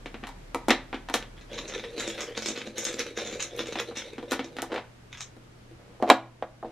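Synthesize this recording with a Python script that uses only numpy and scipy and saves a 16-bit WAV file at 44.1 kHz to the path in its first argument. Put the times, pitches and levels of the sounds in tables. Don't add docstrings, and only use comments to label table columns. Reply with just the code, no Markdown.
import sys
import numpy as np
from scipy import signal
from scipy.fft import rfft, irfft, next_fast_len
from scipy.io import wavfile
from scipy.ndimage import uniform_filter1d

SR = 44100
rng = np.random.default_rng(int(sys.argv[2]) if len(sys.argv) > 2 else 0)


def store_pcm(level_fs):
    pcm = np.round(np.clip(level_fs, -1, 1) * 32767).astype(np.int16)
    wavfile.write(sys.argv[1], SR, np.atleast_2d(pcm).T)


N = 296190
TIME = np.arange(N) / SR
AGE = np.arange(16384) / SR
TOP_HZ, SCATTER_FROM_HZ, COVER_BAND_HZ = 15750, 620, (200, 640)


def undb(db):
    return 10 ** (np.asarray(db) / 20)

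def level(x, db):
    return x * undb(db) / np.sqrt(np.mean(x ** 2))

def add(out, start, x):
    i = int(start * SR)
    out[i:i + len(x)] += x[:N - i]

def colour(x, points):
    size = 2 * next_fast_len(len(x))
    hz, db = np.transpose(points)
    bin_hz = np.arange(size // 2 + 1) * SR / size
    gain = undb(np.interp(np.log(bin_hz + 1), np.log(hz), db))
    cepstrum = irfft(np.log(gain))
    cepstrum[1:size // 2] *= 2
    cepstrum[size // 2 + 1:] = 0
    return irfft(rfft(x, size) * np.exp(rfft(cepstrum)))[:len(x)]

def band(x, lo_hz, hi_hz):
    sos = signal.butter(2, [lo_hz, min(hi_hz, SR / 2 - 1)], "band", fs=SR, output="sos")
    return signal.sosfilt(sos, x)

def attack_rms(x):
    return np.sqrt(np.mean(x[:353] ** 2))

def walk(rate):
    hold = int(SR / rate)
    steps = np.repeat(rng.standard_normal(N // hold + 1), hold)
    return level(uniform_filter1d(uniform_filter1d(steps, hold), hold)[:N], 0)

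def fade(t60):
    return np.exp(-np.log(1000) * AGE / t60)

def stroke(start, length, attack_s, release_s):
    age = TIME - start
    return np.clip(age / attack_s, 0, 1) * np.exp(-np.maximum(age - length, 0) / release_s)

def wash(t60):
    spectrum = rfft(rng.standard_normal(len(AGE)) * fade(1.33 * t60))
    x = irfft(spectrum / np.abs(spectrum)) * fade(2 * t60)
    return x / np.linalg.norm(x)

def ring(modes, scatter_db, detune=0.012):
    x = 0
    for hz, db, t60 in modes:
        share, shift = rng.standard_normal(2)
        phase = 2 * np.pi * hz * (1 + detune * shift) * AGE + rng.uniform(-1.25, 1)
        x = x + undb(db + scatter_db * share) * fade(t60) * np.cos(phase)
    return x / np.linalg.norm(x)

def slips(count, rate, spread_db):
    sizes = undb(spread_db * np.minimum(rng.exponential(size=count), 4))
    return level(sizes * rng.choice([-1, 1], count) * (rng.random(count) < rate / SR), 0)

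def scuff(jumps):
    return signal.oaconvolve(jumps, wash(0.007)[:512])[:len(jumps)]

def blows(rows, modes, panel_db, panel_t60, treble_db, modes_db=-10.5):
    out = np.zeros(N)
    bands_hz = [(180, 550), (550, 1400), (1400, 4300), (4300, 8000), (8000, 15000)]
    for start, db, thump, crack, top in rows:
        contact = wash(0.006) * undb(0.9 * max(crack, 0))
        panel = undb(panel_db) * band(wash(panel_t60), SCATTER_FROM_HZ / 2, TOP_HZ)
        x = contact + panel + undb(modes_db) * ring(modes, scatter_db=2.5)
        x = colour(x, [(60, -29), (165, -21), (235, 0), (3900, -9), (4700, -18), (15000, -27)])
        wanted_db = db + np.array([thump, 0, crack, (crack + top) / 2 + treble_db, top])
        for _ in range(2):
            lift_db = wanted_db - [20 * np.log10(attack_rms(band(x[:512], *hz))) for hz in bands_hz]
            x = colour(x, [(np.sqrt(lo * hi), gain) for (lo, hi), gain in zip(bands_hz, lift_db)])
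        add(out, start, x)
    return out

def taps(rows, modes):
    out = np.zeros(N)
    for start, db in rows:
        x = ring(modes, scatter_db=-1, detune=0)
        add(out, start, x * undb(db) / attack_rms(x))
    return out


# frequency in Hz, relative spectral density in dB.
ROOM_AIR = [(12, -36), (20, -2.5), (126, -7), (153, -7), (274, -10), (1040, -22), (1500, -22),
            (6540, -34.5), (13500, -45), (15500, -55)]

def background(air_db=-51.5, hum_hz=120, hum_db=-55, drone_hz=36.2, drone_db=-47, drone_stop_s=1.68):
    mid, across = (level(colour(rng.standard_normal(N), ROOM_AIR), air_db) for _ in range(2))
    side = colour(across, [(110, -21.5), (200, -7.5), (400, -1), (1200, 0)])
    running = np.exp(-np.maximum(TIME - drone_stop_s, 0) / 0.23)
    hum = level(np.sin(2 * np.pi * hum_hz * TIME + 0.5 * walk(9)) * undb(2 * walk(5)), hum_db)
    drone = np.sqrt(2) * np.sin(2 * np.pi * drone_hz * TIME + 0.11 * walk(7)) * undb(drone_db)
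    air = np.array([mid + side, mid - side]) * undb(3 * running)
    return air + hum + drone * running


# start in seconds, level at 550-1400 Hz in dB, then the
# low thump, the crack and the top in dB relative to that level.
KNOCKS = [(0.0592, -39, 4.5, 2.5, -24), (0.1432, -41.5, 3, 2, -30), (0.231, -54, 16.5, 5.5, -41),
          (0.237, -36.5, -15, 0.5, -34), (0.2699, -39.5, -44, -2.5, -14), (0.29, -39, -19.5, -9, -24),
          (0.5463, -30.5, 2, -11.5, -18), (0.6839, -19, 0, -11, -19), (0.6965, -28.5, 8.5, 5.5, -41),
          (0.7055, -18, 1.5, 3.5, -18.5), (0.9288, -31.5, -3.5, -1.5, -37), (0.944, -36.5, 8.5, 2, -24.5),
          (1.0872, -33, -16, -3.5, -24), (1.1, -36.5, -3.5, -8, -26), (1.1404, -23, -4, 1.5, -8),
          (1.226, -47, 4, 8, -14), (3.756, -31.5, -1, -1, -27), (3.912, -42, -0.5, -6, -45),
          (4.1818, -40.5, 7, -0.5, -24.5), (4.2277, -42, 4.5, -6, -26), (4.319, -28.5, 5, -0.5, -10),
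          (4.331, -29.5, -10, -1, -16), (4.3935, -32, 3.5, 1.5, -25.5), (4.5672, -41.5, 4, 2, -14.5),
          (4.586, -34, -1.5, -1, -25), (4.62, -45.5, -3, 10, 7.5), (4.6268, -30.5, 0.5, -13, -50),
          (4.719, -37.5, 5.5, 0.5, -34), (4.742, -36, -8, 0.5, -23), (4.7605, -38, -2, 5.5, -29),
          (4.7775, -36, -4.5, 0, -32)]
# frequency in Hz, relative level in dB, T60 in seconds.
SEATED_MODES = [(253.6, 1.5, 0.066), (325.8, 3.5, 0.077), (479, -0.5, 0.14), (674, -1, .05),
                (734, 2.5, 0.12), (994, -1, 0.11), (1322, 1.5, .05), (1760, 16, 0.014), (2254, 3, 0.09),
                (3790, -3.5, .022)]

def tool_knocks():
    return blows(KNOCKS, SEATED_MODES, panel_db=4.5, panel_t60=0.11, treble_db=0.5)


# start in seconds, level in dB.
FACE_TAPS = [(0.29, -41), (0.5469, -22.5), (1.099, -30.5)]
# frequency in Hz, relative level in dB, T60 in seconds.
FACE_MODES = [(277, 1.5, .07), (955, 2.5, 0.063), (1020, -1, 0.053), (1140, -6, 0.049), (1274, -8, 0.091),
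              (1800, -8, 0.027), (1970, -6, .03), (2285, -6, 0.036)]

def face_taps():
    return taps(FACE_TAPS, FACE_MODES)


# time in seconds, tick level in dB, cover and # shaft levels in dB relative to the tick, time constant of
# the following rasp in seconds.
CATCHES = [(0.7055, -37.5, -20, 7, .003), (1.14, -36, -17, 1, 0.0047), (1.378, -49, -10, -28, .01),
           (1.411, -51, -6, -9, 0.016), (1.515, -50, 6.5, -16, 0.017), (1.532, -41.5, 1, -9, 0.023),
           (1.578, -41, -12, -9, 0.013), (1.589, -31, -9, -10, 0.0081), (1.656, -45.5, 5, -28, 0.005),
           (1.68, -43.5, -10, 3, 0.018), (1.698, -40.5, -10, -12, 0.0092), (1.723, -38.5, -8, -27, 0.01),
           (1.738, -35.5, -8, -10, 0.01), (1.749, -33, -9, -14, .014), (1.7796, -40, -3, -10, .012),
           (1.796, -38.5, -1, -17, 0.028), (1.839, -36, -4.5, -29, 0.019), (1.979, -35, 0, -15, 0.017),
           (1.998, -31.5, -8, -3.5, .022), (2.077, -35, 4.5, -0.5, 0.021), (2.101, -35.5, -4, -11, 0.011),
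           (2.18, -37, -20, -25, 0.0098), (2.1975, -38, -16.5, -13, .006), (2.2066, -33, -23, -1.5, 0.022),
           (2.352, -40.5, -18, -26, 0.0052), (2.376, -30, -3, -5.5, 0.0093), (2.422, -37.5, -2, 0, 0.015),
           (2.4596, -31, -3.5, 0.5, 0.014), (2.4864, -35, 1, 4, 0.0083), (2.505, -42, 8, -24, 0.0048),
           (2.56, -35, -10, -16, 0.025), (2.576, -39, 5, -4.5, 0.021), (2.617, -36, -8, -24, 0.0032),
           (2.673, -41.5, 5, -9, 0.0054), (2.7815, -35, -1.5, 4.5, 0.029),
           (2.8513, -34.5, -15, 7.5, 0.0066), (2.867, -32.5, -5, -1, 0.034), (2.941, -40, 3.5, 1.5, 0.0036),
           (2.993, -31, -2.5, 0.5, .012), (3.001, -28.5, -7.5, -12, 0.0043), (3.066, -39.5, -6, -12, 0.005),
           (3.1743, -32, 0, -5, 0.0031), (3.187, -33.5, -10, -6.5, 0.02), (3.25, -42.5, 0, -0.5, 0.075),
           (3.274, -43.5, -0.5, 2, 0.013), (3.327, -39, 4, -4.5, 0.022), (3.404, -31, -22, -3.5, 0.0056),
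           (3.425, -34, -20, 3.5, 0.0058), (3.563, -55, 3, 5, 0.015), (3.592, -28.5, -6, -14, 0.0072),
           (3.604, -39, 8, -7, 0.019), (3.6578, -40, -2, -10, .006), (3.67, -40, -1, -3.5, 0.015),
           (3.724, -35.5, 0, -8, 0.022), (3.788, -29.5, -28, -15, 0.017), (3.8, -31.5, -4.5, -7, 0.0044),
           (3.9625, -40, -18, -20, 0.0057), (3.9705, -35.5, -5.5, -1, 0.011),
           (4.0193, -38, -12, -15, 0.0091), (4.311, -33.5, -6, -4.5, 0.0079), (4.444, -43, -1, -3.5, 0.01),
           (5.128, -39, -30, -11, 0.0069), (5.149, -43, -25, -14, 0.0044), (5.173, -45, -21, -5.5, 0.051),
           (5.207, -37.5, -31, 1, 0.011)]
# frequency in Hz, gain in dB.
STEEL_SPECTRUM = [(150, -37), (300, -21), (800, 3.5), (1350, 8), (2400, 10.5), (3200, 5.5), (3700, 14.5),
                  (4400, 1), (5000, -4), (5650, 4), (6100, -1), (6600, -16), (7400, -7.5), (10000, -11),
                  (14000, -40)]
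# frequency in Hz, relative level in dB, T60 in seconds.
SHAFT_MODES = [(5760, 3.5, 0.0045), (5930, -6, 0.0011), (6550, 5.5, 0.0072), (7180, 8, 0.0006)]
SHAKEN_MODES = [(222, -7.5, .06), (262, -7, .06), (330, -1.5, .06), (396, -8, .04), (455, -1, .05),
                (500, 0, .06), (586, -5, .04)]

def catches(rasp_db=4.5, lead_db=-8, lead_s=0.03, rise_s=0.007, top_db=-19.5, size=6144):
    out, lead = np.zeros(N), int(lead_s * SR)
    age, grit = AGE[:size] - lead_s, undb(3 * walk(260))
    for start, db, cover_db, shaft_db, decay_s in CATCHES:
        build_up = undb(lead_db) * np.exp(-np.abs(age) / rise_s)
        swell = np.where(age < 0, build_up, np.exp(-np.abs(age) / max(decay_s, 0.002)))
        rasp = scuff(slips(size, rate=2400, spread_db=2)) * swell * grit[int(start * SR):][:size]
        force = np.roll(wash(0.0047)[:size], lead) + undb(rasp_db) * rasp / np.linalg.norm(rasp)
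        seat = 1 + 0.045 * rng.standard_normal()
        tick = colour(force, [(hz * seat, gain) for hz, gain in STEEL_SPECTRUM])
        shaft_ring = ring([(hz * seat, gain, t60) for hz, gain, t60 in SHAFT_MODES], scatter_db=1.5)
        shaft = signal.fftconvolve(force, shaft_ring[:lead])[:size]
        cover = np.roll(ring(SHAKEN_MODES, scatter_db=4), lead)[:size]
        parts = [(band(tick, 500, 4500), 0),
                 (band(cover, *COVER_BAND_HZ), cover_db),
                 (band(shaft, 4800, 8400), shaft_db),
                 (band(force, 7600, 11500), top_db + shaft_db / 2)]
        for x, relative_db in parts:
            add(out, start - lead_s, x * undb(db + relative_db) / attack_rms(x[lead:]))
    return out


# start in seconds, level in dB.
RIM_SNAPS = [(0.7058, -21), (6.1008, -12.5)]
# frequency in Hz, relative level in dB, T60 in seconds.
RIM_MODES = [(2380, -4.5, 0.028), (3240, -11.5, 0.058), (3884, 0, .025), (4114, -2, 0.018),
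             (7450, -8, 0.012)]

def rim_snaps():
    return taps(RIM_SNAPS, RIM_MODES)


# start in seconds, length in seconds, level in dB.
BOOMS = [(1.148, 0.23, -49), (6.108, 0.16, -48.5)]

def room_boom(hz=120.3, attack_s=0.04, release_s=0.062):
    tone = np.sqrt(2) * np.sin(2 * np.pi * hz * TIME + 0.5 * walk(9))
    return tone * sum(undb(db) * stroke(start, length, attack_s, release_s) for start, length, db in BOOMS)


def bend(x, depth_s):
    return np.interp(TIME + depth_s * walk(10), TIME, x)

# start in seconds, length in seconds, gain of the
# steel's rasp in dB, gain of the cover's grumble in dB.
TWISTS = [(1.487, 0.41, -53.5, -45), (1.96, 0.31, -46, -44.5), (2.363, 0.26, -47.5, -50),
          (2.754, 0.27, -45.5, -44), (3.172, 0.28, -48.5, -45), (3.562, .26, -49, -43.5),
          (3.95, 0.051, -44.5, -61.5), (4.277, 0.026, -52, -39)]
# frequency in Hz, relative level in dB, T60 in seconds.
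SCREW_MODES = [(1400, -4, .012), (2290, -2, .02), (2672, -3, .025), (3750, 0, .013)]

def thread(attack_s=0.0079, release_s=0.076):
    grip = undb(3 * walk(70) + 3 * walk(260))
    ticks = level(scuff(slips(N, rate=150, spread_db=4)), 0)
    force = level(scuff(slips(N, rate=2400, spread_db=1.5)) * grip, 0) + undb(-6) * ticks

    def rung(modes, db):
        return level(signal.oaconvolve(ticks, ring(modes, scatter_db=1.5))[:N], db)

    crackle = level(band(slips(N, rate=170, spread_db=4), 7000, 14500), -23)
    rasp = level(colour(force, STEEL_SPECTRUM), 2) + rung(SHAFT_MODES, -15) + rung(SCREW_MODES, -12)
    shaken = signal.oaconvolve(force, ring(SHAKEN_MODES, scatter_db=4))[:N]
    grumble = level(band(shaken, *COVER_BAND_HZ), -4) + rung(SHAKEN_MODES[2:], -10)
    grumble *= undb(2.2 * walk(35))
    rasp = bend(rasp, depth_s=0.0045) + crackle
    grumble = bend(grumble, depth_s=0.004)
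    creep = (1.49, 3.06, -67.5, -49.5)
    return sum(stroke(start, length, attack_s, release_s) * (rasp * undb(steel) + grumble * undb(cover))
               for start, length, steel, cover in TWISTS + [creep])


# start in seconds, level in dB.
BURRS = [(1.98, -60), (2.01, -50), (2.098, -52.5), (2.7817, -43), (2.7924, -59), (2.8053, -58),
         (2.8436, -44), (2.9282, -52), (2.993, -46), (3.426, -48), (3.5644, -54), (3.5805, -50),
         (3.8058, -49), (4.3108, -44), (5.209, -63)]

def burrs(centre_hz=10500, spread=0.12, t60=0.0054):
    out = np.zeros(N)
    for start, db in BURRS:
        hz = centre_hz * (1 + spread * rng.standard_normal())
        tick = band(wash(t60), hz * 0.8, hz * 1.2)
        add(out, start, tick * undb(db) / attack_rms(tick))
    return out


def squeak(start_s=4.126, hz=2350, db=-48, length_s=0.03):
    tone = level(band(slips(len(AGE), rate=2000, spread_db=2), hz * 0.92, hz * 1.08), db)
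    out = np.zeros(N)
    add(out, start_s, tone * np.exp(-(AGE / length_s) ** 2))
    return out


# start in seconds, level in dB.
RATTLES = [(4.322, -29.5), (4.586, -37), (4.627, -40)]
# frequency in Hz, relative level in dB, T60 in seconds.
HOLE_MODES = [(1300, -4, 0.08), (1453, 4, 0.069), (1760, -4, .06)]

def screw_rattles():
    return taps(RATTLES, HOLE_MODES)


# start in seconds, length in seconds, gain in dB.
RUBS = [(4.696, 0.085, -29.5), (5.765, 0.21, -55.5), (6.004, 0.089, -41), (6.064, 0.022, -25.5),
        (6.62, 0.095, -44.5)]

def slide(attack_s=0.024, release_s=0.013):
    plastic = [(150, -22.5), (300, -4.5), (500, 5.5), (750, -2), (1200, -11), (4000, -22), (12000, -51)]
    rub = level(colour(slips(N, rate=620, spread_db=-5), plastic), -2)
    return rub * sum(undb(db) * stroke(start, length, attack_s, release_s) for start, length, db in RUBS)


# start in seconds, level at 550-1400 Hz in dB, then the
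# low thump, the crack and the top in dB relative to that level.
BUMPS = [(5.366, -53.5, 4.5, -8, -17), (5.712, -63, 15, 0, -13), (6.0002, -39.5, -1.5, -24, -40),
         (6.025, -21, -2.5, -14.5, -34), (6.0905, -24.5, -5.5, -11, -24.5), (6.1005, -4, -13, -7, -31),
         (6.112, -17, 1, -16, -41), (6.4248, -22, -9, -14.5, -45), (6.6275, -31.5, -8.5, -18, -59.5),
         (6.6467, -31, -3, -27, -61)]
# frequency in Hz, relative level in dB, T60 in seconds.
LOOSE_MODES = [(226, -11, .07), (327.8, -1, 0.24), (365, -12.5, 0.16), (535, 6, 0.1), (645, 13, 0.073),
               (727, 8, 0.11), (890, 3.5, 0.04), (1014, -1.5, .06), (1235, 6, 0.09), (1862, 0.5, .04),
               (2410, -5.5, .06), (3180, -9.5, .06), (4180, 7, 0.018)]

def cover_bumps():
    return blows(BUMPS, LOOSE_MODES, panel_db=2.5, panel_t60=0.065, treble_db=-1.5)


def reverb(t60):
    x = rng.standard_normal(len(AGE)) * fade(t60)
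    return x / np.linalg.norm(x)

# frequency in Hz, relative peak in dB, T60 in seconds.
CAVITY_MODES = [(219.5, 5, 0.22), (265.1, 2, 0.25), (334.9, 2, 0.21), (397, -7, 0.25), (468, 0.5, 0.11),
                (592, -10.5, 0.41), (711, -4, 0.17)]
# frequency in Hz, gain of the side signal in dB.
WIDTH = [(100, -36.5), (600, -25), (1200, -19), (2800, -11.5), (5000, -3.5), (7000, 0.5), (9500, 4.5),
         (14000, 5.5)]

def workshop(x, near_db, far_db, cavity_db, bass_db, build_s=0.0032):
    def tail():
        near = undb(near_db) * band(wash(0.18), SCATTER_FROM_HZ, TOP_HZ)
        far = undb(far_db) * (band(reverb(0.33), 300, 2700) + band(reverb(0.22), 2700, 6900))
        return (near + far) * (1 - np.exp(-AGE / build_s))

    direct = AGE == 0
    casing = sum(undb(db + cavity_db) * 2 * fade(t60) / fade(t60).sum() * np.cos(2 * np.pi * hz * AGE)
                 for hz, db, t60 in CAVITY_MODES)
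    mid = colour(direct + tail() + casing, [(450, bass_db), (750, 0.0014)])
    side = colour(tail() + undb(-4) * wash(0.008), WIDTH)
    return np.array([signal.oaconvolve(x, mid + sign * side)[:N] for sign in (1, -1)])

def shifting(rate, count=4):
    weights = np.exp(2 * np.array([walk(rate) for _ in range(count)]))
    return weights / weights.sum(axis=0)

def scene():
    seated = tool_knocks() + face_taps() + screw_rattles()
    loose = cover_bumps() + rim_snaps()
    friction = catches() + thread() + burrs() + slide() + squeak()
    turning = sum(workshop(friction * share, near_db=0.1, far_db=-8.5, cavity_db=3, bass_db=0)
                  for share in shifting(rate=10))
    return (workshop(seated, near_db=-9, far_db=-7.5, cavity_db=0.5, bass_db=-2.1)
            + workshop(loose, near_db=-7.5, far_db=-11, cavity_db=3, bass_db=-0.3)
            + turning + room_boom() + background())

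def gain_control(x, threshold=0.54, duck_db=4, release_s=0.7):
    overload = np.clip(np.abs(x).max(axis=0) / threshold - 1, 0, 1)
    decay = np.exp(-TIME / release_s)
    held = np.maximum.accumulate(overload / decay) * decay
    attack = signal.butter(1, 6, fs=SR, output="sos")
    return x * undb(-duck_db * signal.sosfilt(attack, held))

def record(dry):
    dull = np.array([colour(x, [(12500, -2.5), (15000, -17.5), (17000, -20)]) for x in dry])
    clipped = np.clip(gain_control(dull), -1, 1)
    return signal.sosfilt(signal.ellip(8, 0.2, 70, TOP_HZ, fs=SR, output="sos"), clipped)


dry = scene()
out = record(dry)
store_pcm(out)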